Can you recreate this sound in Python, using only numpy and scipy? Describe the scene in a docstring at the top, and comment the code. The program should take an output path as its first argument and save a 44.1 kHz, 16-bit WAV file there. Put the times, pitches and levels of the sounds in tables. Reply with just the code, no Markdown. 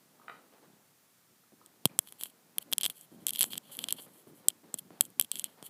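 """One hears hard, bright ticks and dry rubbing at the microphone, thudding feet, a latch clack and steady hiss.
The place is a carpeted stair: someone carries a small camera down after a dog, which is itself not heard.
Close to the microphone a small hard thing rings in short modes, struck once per tick, by dense slips when rubbed.
Farther off, noise grains make thuds and scuffs on carpet, and a gate latch rings into the stairwell's tail.
Jolts push the microphone, and a faint gliding tone squeaks; the microphone cuts the bass and adds hiss."""
import sys
import numpy as np
from scipy import signal
from scipy.fft import rfft, irfft
from scipy.io import wavfile
from scipy.ndimage import uniform_filter1d

SR = 44100
rng = np.random.default_rng(int(sys.argv[2]) if len(sys.argv) > 2 else 0)


def boost_factor(decibels):
    """Convert a level in decibels to a linear amplitude factor."""
    exponent = np.asarray(decibels, float) / 20
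    return 10 ** exponent


def generate_wav(signal):
    """Clip the signal to [-1, 1] and save it as 16-bit WAV at the path in sys.argv[1]."""
    frames = np.transpose(np.atleast_2d(signal))
    scaled = np.clip(frames, -1, 1) * 32767
    pcm = np.round(scaled).astype(np.int16)
    wavfile.write(sys.argv[1], SR, pcm)


N = 250929

# Levels in the tables are those ahead of the microphone's bass cut and soft ceiling.
# Hiss spectrum: (frequency [Hz], relative level per Hz [dB])
HISS_SPECTRUM = [(29, -59), (50, -32.5), (107, -4.5), (177, -0.5), (449, -9), (1040, -10.5), (1140, -8.5),
                 (1280, -9), (1840, -10.5), (2820, -13), (15000, -11.5)]
# Footfalls on the carpet:
# (time [s], length [s], thud rms level [dB], thud frequency [Hz], scuff rms level [dB])
FOOTFALLS = [(0.232, 0.14, -70, 227, -65), (0.317, 0.1, -67, 252, -66), (.419, .035, -70, 267, -70),
             (0.522, 0.064, -75, 248, -63.5), (0.628, 0.033, -62, 300, -63), (.672, .066, -62, 185, -71),
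             (1.292, 0.038, -69, 260, -87), (1.52, 0.019, -57.5, 265, -80), (1.607, 0.014, -68, 278, -72),
             (1.896, 0.072, -58, 200, -63.5), (2.56, 0.075, -69, 196, -66), (2.657, 0.091, -58, 224, -68),
             (2.768, 0.046, -60, 140, -84), (2.802, 0.11, -61, 150, -70), (3.118, 0.06, -50.5, 188, -86),
             (3.178, 0.097, -56, 194, -68), (3.24, 0.22, -61, 215, -67.5), (3.449, 0.137, -54, 171, -67),
             (3.69, .08, -65, 210, -62), (3.777, 0.1, -53, 212, -59.5), (3.883, 0.089, -61, 212, -64.5),
             (3.984, 0.016, -59, 285, -55), (4.007, .055, -60, 190, -66), (4.064, 0.027, -64, 232, -62),
             (4.155, 0.016, -62, 318, -72), (4.268, 0.075, -55, 256, -70),
             (4.373, 0.072, -65.5, 201, -66.5), (4.445, 0.066, -66, 270, -64),
             (4.633, 0.065, -59.5, 270, -66.5), (4.692, 0.06, -72, 279, -65), (4.741, 0.02, -52, 136, -84),
             (4.81, 0.079, -59, 140, -82), (4.915, 0.033, -53, 282, -61.5), (4.951, .09, -63, 243, -63.5),
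             (5.021, 0.1, -60.5, 180, -78), (5.171, 0.079, -60, 170, -85), (5.335, 0.13, -60, 191, -69),
             (5.458, 0.071, -72, 209, -65.5), (5.576, 0.032, -72, 296, -60), (5.608, .075, -65.5, 232, -66)]
# General shuffling between footfalls: (time [s], thud rms level [dB])
SHUFFLING = [(0, -73.5), (.2, -70), (.8, -70.5), (.95, -78.5), (1.5, -82), (1.65, -72), (2.0, -71.5),
             (2.3, -71.5), (3.05, -71), (3.6, -68.5), (4.2, -69), (4.6, -72.5), (5.1, -74.5), (5.69, -68)]
# Spectrum of scuffed carpet pile: (frequency [Hz], relative level per Hz [dB])
SCUFF_SPECTRUM = [(240, -54), (400, -2.5), (881, -5.5), (1260, -10.5), (1770, -13.5), (2660, -19.5),
                  (4500, -21.5), (5850, -36), (9900, -120)]
# Clacks of the gate latch, before the tail:
# (time [s], peak level [dB], most strongly struck frequency [Hz], breadth [octaves])
LATCH_CLACKS = [(0.1973, -51, 980, 0.33), (0.215, -53, 1250, 0.35), (0.281, -33.5, 1550, 1.3),
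                (0.2957, -44, 1520, 1.1), (0.2962, -34, 1620, 3), (0.301, -47, 1420, 1.2),
                (0.313, -52, 1410, .6), (1.437, -64.5, 1150, .3), (1.614, -51, 1090, 0.23),
                (1.895, -56, 2600, 0.17)]
# Metal modes of the latch: (frequency [Hz], level [dB], time to fall 60 dB [s])
LATCH_MODES = [(483, -4, 0.014), (720, -3, 0.016), (1000, -3, .012), (1250, 0, .022), (1468, -1.5, 0.018),
               (1750, -5.5, 0.013), (2014, -1.5, .014), (2390, -4, .014), (3030, -5, .01),
               (3810, -4.5, 0.012), (4640, -11.5, 0.0088)]
# Blows and heavy steps that shake the whole camera: (time [s], peak level [dB], rise [s])
CAMERA_JOLTS = [(.634, -56, 0.00045), (1.522, -51.5, 0.00037), (1.856, -13, 0.00051),
                (1.9903, -21, 0.000053), (3.121, -55, 0.0011), (3.4101, -43, 0.00019),
                (4.271, -47, 0.00046), (4.641, -47, 0.00028), (4.7418, -30, 0.00028),
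                (4.906, -38.5, 0.00023), (4.9088, -41, 0.00039), (5.0106, -45, 0.00014),
                (5.1956, -36.5, 0.000086), (5.6269, -34.5, 0.00025)]
# Ticks: (time [s], peak level of low ring [dB], of middle modes [dB], of top modes [dB],
#         of the push on the microphone [dB])
TICK_BLOWS = [(1.6613, -53, -38, -40, -65), (1.8553, -12, -2, 0.5, -21), (1.874, -50, -43, -47.5, -47),
              (1.9902, -18.5, -3, 0.5, -28), (2.0737, -44, -54, -36.5, -44), (2.0872, -47, -56, -41.5, -58),
              (2.124, -46, -33, -28.5, -42.5), (2.211, -33.5, -28, -25.5, -37.5),
              (2.2278, -56, -48, -32.5, -39), (2.2353, -28, -20.5, -14, -46),
              (2.2575, -39, -58, -33, -39.5), (2.5833, -22, -34, -7, -29), (2.7173, -49, -52, -28.5, -45),
              (2.7266, -17.5, -14, -14.5, -24), (2.733, -14.5, -7.5, -8, -33), (2.782, -19, -6.5, -4, -40),
              (2.8016, -43, -54, -49.5, -49), (2.811, -24.5, -18, -14.5, -38),
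              (2.8332, -21, -10.5, -11, -35), (2.8425, -21, -19, -31, -30.5), (2.848, -29, -19.5, -20, -51),
              (2.8532, -19, -19.5, -17, -34), (2.8619, -17, -20.5, -10, -25.5),
              (2.8997, -29.5, -47, -20, -36.5), (3.0113, -60, -37.5, -35, -54),
              (3.2675, -22.5, -11.5, -7, -40), (3.277, -45, -24, -38, -59), (3.284, -25.5, -21, -17.5, -50),
              (3.2928, -24.5, -13, -15, -54), (3.3064, -31, -20.5, -14, -62),
              (3.3345, -33, -23, -17.5, -65), (3.3509, -31, -36, -39, -59), (3.3591, -27, -22, -19, -56),
              (3.3717, -33, -41, -29.5, -66), (3.3848, -37, -40, -34, -65), (3.3924, -23.5, -28, -9, -44),
              (3.4089, -16, -7.5, -2.5, -26), (3.4147, -27, -33, -6, -55), (3.4234, -20.5, -15, -22, -32),
              (3.43, -21.5, -13.5, -6, -49), (3.441, -25, -17, -34.5, -22), (3.515, -58, -39, -43, -62),
              (3.5334, -24, -29, -48, -32), (3.555, -33, -32, -43, -37), (3.5756, -44, -33, -33.5, -45),
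              (3.5788, -27, -22.5, -19.5, -47), (3.7513, -42, -56, -32.5, -58),
              (3.7695, -54, -51, -25, -58), (3.7902, -24, -27, -19, -44), (3.8407, -23, -19.5, -25, -35),
              (3.8862, -24, -15, -21, -34), (3.907, -27, -20, -19, -57),
              (3.9251, -24.5, -12.5, -10.5, -36.5), (4.4845, -19, 0.5, -1.5, -62),
              (4.503, -38, -38, -50.5, -53), (4.7419, -35, -16, -19, -57), (4.7866, -41, -25, -24, -63),
              (5.0091, -13.5, -1.5, 3, -24), (5.0525, -45.5, -31, -31.5, -69), (5.103, -65, -46, -41, -65),
              (5.1976, -16, -11, -0.5, -22.5), (5.2121, -23, -12.5, -9, -55.5),
              (5.2237, -38.5, -28, -25.5, -48), (5.2468, -38.5, -35, -29, -60),
              (5.316, -23.5, -14, -19, -54), (5.3425, -55, -45, -42, -66), (5.3564, -29.5, -25, -23.5, -56),
              (5.365, -50, -50, -35.5, -65), (5.3709, -36, -40.5, -29, -55), (5.389, -44, -36, -25, -61),
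              (5.3956, -29.5, -18, -14, -63), (5.4423, -26.5, -19, -12, -40),
              (5.4616, -48, -47.5, -50, -58), (5.6266, -40, -29.5, -35, -56)]
# Modes of what is ticked and rubbed: (frequency before detuning [Hz], width [Hz], level [dB])
BODY_MODES = [(3228, 304, 30.5), (4290, 250, 12), (4600, 290, -18), (5560, 1100, -22), (7990, 620, -4),
              (9100, 4400, 9), (10500, 1910, 9), (12180, 3270, 6.5), (14500, 1120, -13)]
# Rubbing strokes: (time [s], length [s], level at the start [dB], change by the end [dB],
#                   low ring relative to the rest [dB])
RUB_STROKES = [(1.856, 0.0084, -39.5, -1.5, -5), (2.006, .024, -67, -5, -18), (2.02, .04, -71, 1.5, -16),
               (2.057, 0.039, -69, 13, -3), (2.097, 0.083, -65, -15, -7), (2.183, 0.046, -63, 14.5, -5.5),
               (2.234, 0.059, -49.5, -16.5, -4.5), (2.295, 0.012, -63, -1, -2.5),
               (2.605, 0.024, -68.5, 18, -2), (2.629, .012, -70, -3, -11), (2.715, .011, -55, -1.5, -9),
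               (2.805, .01, -62, 3, -8), (2.812, .013, -51, -1, 4), (2.835, 0.0049, -42, 0, 3),
               (2.846, 0.037, -48, -4, -8), (2.899, 0.035, -43.5, -33, -3.5), (2.941, .045, -71.5, 14, -6),
               (2.988, 0.072, -60, -8, -6), (3.109, 0.052, -71.5, -1.5, -4), (3.203, .045, -68, -8, -4),
               (3.275, 0.028, -44.5, -1, -2.5), (3.324, .043, -54.5, 8, -6), (3.371, .007, -53, 0, -5),
               (3.383, .006, -47, -1.5, 1.5), (3.391, 0.013, -40, -2, -4), (3.408, 0.013, -63, -1.5, 23),
               (3.425, 0.0024, -38.5, 1.5, 8), (3.428, 0.013, -40, -9, 7), (3.44, 0.066, -40, -28, -8),
               (3.502, .045, -53.5, 7.5, 0), (3.549, 0.015, -66, -3.5, 0), (3.562, 0.015, -58, -1.5, 1),
               (3.628, 0.11, -71.5, 4.5, 3.5), (3.714, 0.046, -55, 1.5, -6), (3.756, 0.029, -56.5, -8, -7),
               (3.785, 0.059, -56, 0.5, 0.5), (3.836, 0.052, -65.5, 0, 1), (3.885, 0.019, -48.5, -11.5, 7),
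               (3.904, 0.011, -52, -1, 6), (3.927, 0.038, -52.5, -19, -3), (3.964, .02, -58.5, 1.5, 1),
               (3.984, 0.017, -55, -3.5, 7.5), (3.999, .065, -52, -10, -9.5), (4.058, 0.078, -72.5, 0, -10),
               (4.133, 0.097, -65, -3.5, -8), (4.272, 0.041, -69, -3, -12), (4.346, 0.06, -70, 0, -7),
               (4.49, .02, -56.5, -5, -0.5), (4.74, 0.027, -55.5, -21, 0), (4.774, .013, -62, 0, -3),
               (4.787, 0.0089, -42.5, -1.5, -6.5), (4.796, .015, -66, -7, -6),
               (5.014, 0.0067, -59.5, -3, -3), (5.02, .004, -45, -0.5, -17), (5.027, 0.044, -57, -6, -8),
               (5.213, 0.043, -54, -10, -6.5), (5.321, 0.034, -59, 2, 0), (5.358, 0.045, -52.5, -8, -4),
               (5.396, .028, -62, 7, -0.5), (5.447, 0.027, -52.5, -16, 5), (5.469, 0.08, -71, -6.5, 1),
               (5.628, .04, -64.5, 15.5, -5), (5.664, 0.023, -51.5, -14, -4.5)]
# Thin squeak that holds and slides down: (time [s], frequency [Hz], level [dB])
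SQUEAK_GLIDE = [(4.365, 11000, -80), (4.38, 12000, -72), (4.402, 12040, -71), (4.415, 10600, -71),
                (4.432, 9600, -78)]

HISS_DB = -66
FOOT_FADE_DB, FOOT_RELEASE_S = -3.5, 0.007  # the foot eases off while it is down, then lifts
SHUFFLE_SCUFF_DB = -2  # scuffing against thudding
HOLLOW_HZ, MIDDLE_HZ, TOP_HZ = 4400, 6400, 9600  # where the groups of ticked modes part
SHEEN_HZ = 11000  # where the brightest rubbed modes begin
DETUNE, UNEVEN_DB = .012, 3  # spread of the modes from blow to blow: fraction of Hz, level
WEAK_DB = -12.5  # weak ticked modes, against the low ring beneath them
BOUNCE_S = .0018
SLIPS_PER_S, SLIP_SPREAD_DB = 14000, 2
RUB_ARCH = 0.21  # exponent: how round a stroke swells and sinks
SHEEN_DB = 1.5  # brightest rubbed modes against the upper ones
RUB_WEAK_DB = -9.5  # second and third modes added when rubbed, against the low ring
RUB_JUDDER_DB, RUB_JUDDER_S = 1.5, .004  # the sliding catches and lets go
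CEILING = .9  # softly reached full swing


def evened(x):
    """Scales a signal to rms 1."""
    return x / np.sqrt(np.mean(x ** 2) + 1e-20)


def add(mix, s, sound):
    """Adds a sound to the mix at time s, cut off where the mix ends."""
    part = mix[round(s * SR):][:len(sound)]
    part += sound[:len(part)]


def coloured(x, points):
    """Filters x by a spectrum read on a log-frequency axis; rms 1."""
    hz, db = np.transpose(points)
    bins_hz = np.fft.rfftfreq(len(x), 1 / SR)
    gain = boost_factor(np.interp(np.log(bins_hz + 1), np.log(hz + 1), db))
    return evened(irfft(rfft(x) * gain, len(x)))


def grains(per_s, spread_db):
    """Random slips of random sign, most small and a few large."""
    size = boost_factor(spread_db * np.minimum(rng.exponential(1, N), 4))
    happens = rng.random(N) < per_s / SR
    return size * rng.standard_normal(N) * happens


def hiss():
    """Steady coloured noise of microphone and room."""
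    return boost_factor(HISS_DB) * coloured(rng.standard_normal(N), HISS_SPECTRUM)


def feet(edge_s=0.003, thud_width_hz=260):
    """Lumpy low thuds, grains in a boom of the stairs, and a smoother scuffing of carpet pile."""
    t = np.arange(N) / SR
    shuffle = boost_factor(np.interp(t, *np.transpose(SHUFFLING)))
    powers = np.outer(shuffle, [1, boost_factor(SHUFFLE_SCUFF_DB)]) ** 2
    for s, length_s, thud_db, _, scuff_db in FOOTFALLS:
        u = t[:SR // 2]
        lift = np.exp(-np.maximum(u - length_s, 0) / FOOT_RELEASE_S)
        weight = boost_factor(FOOT_FADE_DB * u / length_s) * lift
        add(powers, s, np.outer(weight, boost_factor(np.array([thud_db, scuff_db]))) ** 2)

    starts, step_hz = np.transpose(FOOTFALLS)[[0, 3]]
    hz = step_hz[np.searchsorted(starts[1:], t)]  # held until the next footfall
    hz, thud, scuff = uniform_filter1d([hz, *np.sqrt(powers.T)], round(edge_s * SR))

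    # a resonance of moving frequency: shift down, smooth with two equal poles, shift back up
    turn = np.exp(2j * np.pi * np.cumsum(hz) / SR)
    r = np.exp(-np.pi * thud_width_hz / SR)
    blows = grains(1500, spread_db=2.5)
    boom = (turn * signal.lfilter([1], [1, -2 * r, r * r], blows / turn)).real
    pile = coloured(grains(5000, spread_db=1.5), SCUFF_SPECTRUM)
    return thud * evened(boom) + scuff * pile


def latch(room_db=-3, room_t60=0.37):
    """Short metal modes, struck most near one frequency, and the stairwell's tail behind them."""
    out, t = np.zeros(N), np.arange(6000) / SR
    hz, db, t60 = np.transpose(LATCH_MODES)[:, :, None]
    phases = rng.random((len(LATCH_CLACKS), len(LATCH_MODES), 1))
    for (s, peak_db, struck_hz, breadth), phase in zip(LATCH_CLACKS, phases):
        struck_db = db - 10 * (np.log2(hz / struck_hz) / breadth) ** 2
        modes = boost_factor(struck_db - 60 * t / t60) * np.sin(2 * np.pi * (hz * t + phase))
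        sound = modes.sum(0) * (1 - np.exp(-t / .0012))  # softened onset
        add(out, s, boost_factor(peak_db) * sound / abs(sound).max())

    late = np.arange(SR // 2) / SR
    tail = rng.standard_normal(len(late)) * boost_factor(-60 * late / room_t60) * (late > .004)
    tail = tail / np.linalg.norm(tail)
    return out + boost_factor(room_db) * signal.oaconvolve(out, tail)[:N]


def push(db, rise_s):
    """A one-sided shove of the microphone, at its peak after rise_s."""
    u = np.arange(600) / SR / rise_s
    return boost_factor(db) * u * np.exp(1 - u)


def jolts():
    """Shoves of the whole camera; the microphone's bass cut makes them swing back."""
    out = np.zeros(N)
    for s, db, rise_s in CAMERA_JOLTS:
        add(out, s, push(db, rise_s))
    return out


def rings(detune, rise_cycles):
    """The modes of the body after one blow, one row each; neighbours swing in opposite senses."""
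    hz, width, db = np.transpose(BODY_MODES)[:, :, None]
    t = np.arange(1200) / SR
    rise = 1 - np.exp(-t * hz / rise_cycles)
    shape = boost_factor(db) * np.exp(-np.pi * width * t) * rise
    sense = -(-1.) ** np.arange(len(BODY_MODES))[:, None]
    return sense * shape * np.sin(2 * np.pi * hz * detune * t)


def ticks(rise_cycles=0.36, push_s=.00007, rattle_db=-28, rattle_s=0.0011, bounce_db=-20):
    """Each blow lands elsewhere, so the groups of modes and the push take different shares."""
    out, t = np.zeros(N), np.arange(1200) / SR
    group = np.digitize(np.transpose(BODY_MODES)[0], [HOLLOW_HZ, MIDDLE_HZ, TOP_HZ])
    for s, ring_db, middle_db, top_db, push_db in TICK_BLOWS:
        tune, share = rng.standard_normal((2, len(BODY_MODES), 1))
        modes = rings(1 + DETUNE * tune, rise_cycles) * boost_factor(UNEVEN_DB * share)
        sound = np.zeros(len(t))
        for k, db in enumerate([ring_db, ring_db + WEAK_DB, middle_db, top_db]):
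            part = modes[group == k].sum(0)
            sound += boost_factor(db) * part / abs(signal.hilbert(part)).max()

        # the part chatters as it settles
        rattle = boost_factor(rattle_db) * rng.standard_normal(len(t)) * np.exp(-t / rattle_s)
        add(out, s, sound + np.convolve(sound[:150], rattle)[:len(t)])
        add(out, s + BOUNCE_S, boost_factor(bounce_db) * sound)  # one small rebound
        add(out, s, push(push_db, push_s))
    return out


def rubs(edge_s=0.0018, under_db=-26, hollow_hz=6900):
    """Dense small slips, each at another spot, excite the same modes while the part slides."""
    spots = rng.choice([-1., 1.], (len(BODY_MODES), N))
    slips = grains(SLIPS_PER_S, SLIP_SPREAD_DB) * spots
    modes = signal.oaconvolve(slips, rings(0.98, 0.68), axes=1)[:, :N]
    group = np.digitize(np.transpose(BODY_MODES)[0], [MIDDLE_HZ, SHEEN_HZ])
    ring, upper, sheen = (modes[group == k].sum(0) for k in range(3))

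    # light slips leave a hollow under the upper modes
    above = signal.butter(3, hollow_hz, "high", fs=SR, output="sos")
    upper, sheen = signal.sosfilt(above, [upper, sheen])
    bright = evened(upper) + boost_factor(SHEEN_DB) * evened(sheen)
    weak = evened(evened(modes[1]) + evened(modes[2]))
    low = evened(ring) + boost_factor(RUB_WEAK_DB) * weak + boost_factor(under_db) * evened(slips[0])

    levels = np.zeros((N, 2))
    for s, length_s, db, gained_db, ring_db in RUB_STROKES:
        u = np.arange(0, length_s, 1 / SR) / length_s
        arch = np.sin(np.pi * u) ** RUB_ARCH * boost_factor(gained_db * u)
        add(levels, s, np.outer(arch, boost_factor(np.array([db, db + ring_db]))))
    levels = uniform_filter1d(levels.T, round(edge_s * SR))

    wander = uniform_filter1d(rng.standard_normal(N), round(RUB_JUDDER_S * SR))
    judder = boost_factor(RUB_JUDDER_DB * evened(wander))
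    return (levels * np.array([bright, low])).sum(0) * evened(judder)


def squeak():
    """One faint sine whose frequency and level glide from point to point."""
    s, hz, db = np.transpose(SQUEAK_GLIDE)
    t = np.arange(N) / SR
    level = boost_factor(np.interp(t, s, db, -200, -200))
    return level * np.sin(2 * np.pi * np.cumsum(np.interp(t, s, hz)) / SR)


def scene():
    """All sources on the stairs and at the camera, one channel."""
    return (feet() + latch() + jolts() + ticks() + rubs() + squeak())[None]


def low_pass(x):
    """Removes everything above the highest recorded frequency."""
    return signal.sosfilt(signal.butter(12, 16570, fs=SR, output="sos"), x)


def record(dry, cut_hz=125, edge_hz=15400, leak_db=-25):
    """The microphone drops the bass and adds hiss, loud peaks round off, the top treble falls off a cliff."""
    bass_cut = signal.butter(4, cut_hz, "high", fs=SR, output="sos")
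    x = signal.sosfilt(bass_cut, dry) + hiss()
    x = CEILING * np.tanh(x / CEILING)  # the loudest ticks are rounded off
    dull = signal.oaconvolve(x, signal.firwin(201, edge_hz, fs=SR)[None], "same")
    mix = dull + boost_factor(leak_db) * (x - dull)  # a little treble remains above the edge
    return low_pass(mix)


dry = scene()
out = record(dry)
generate_wav(out)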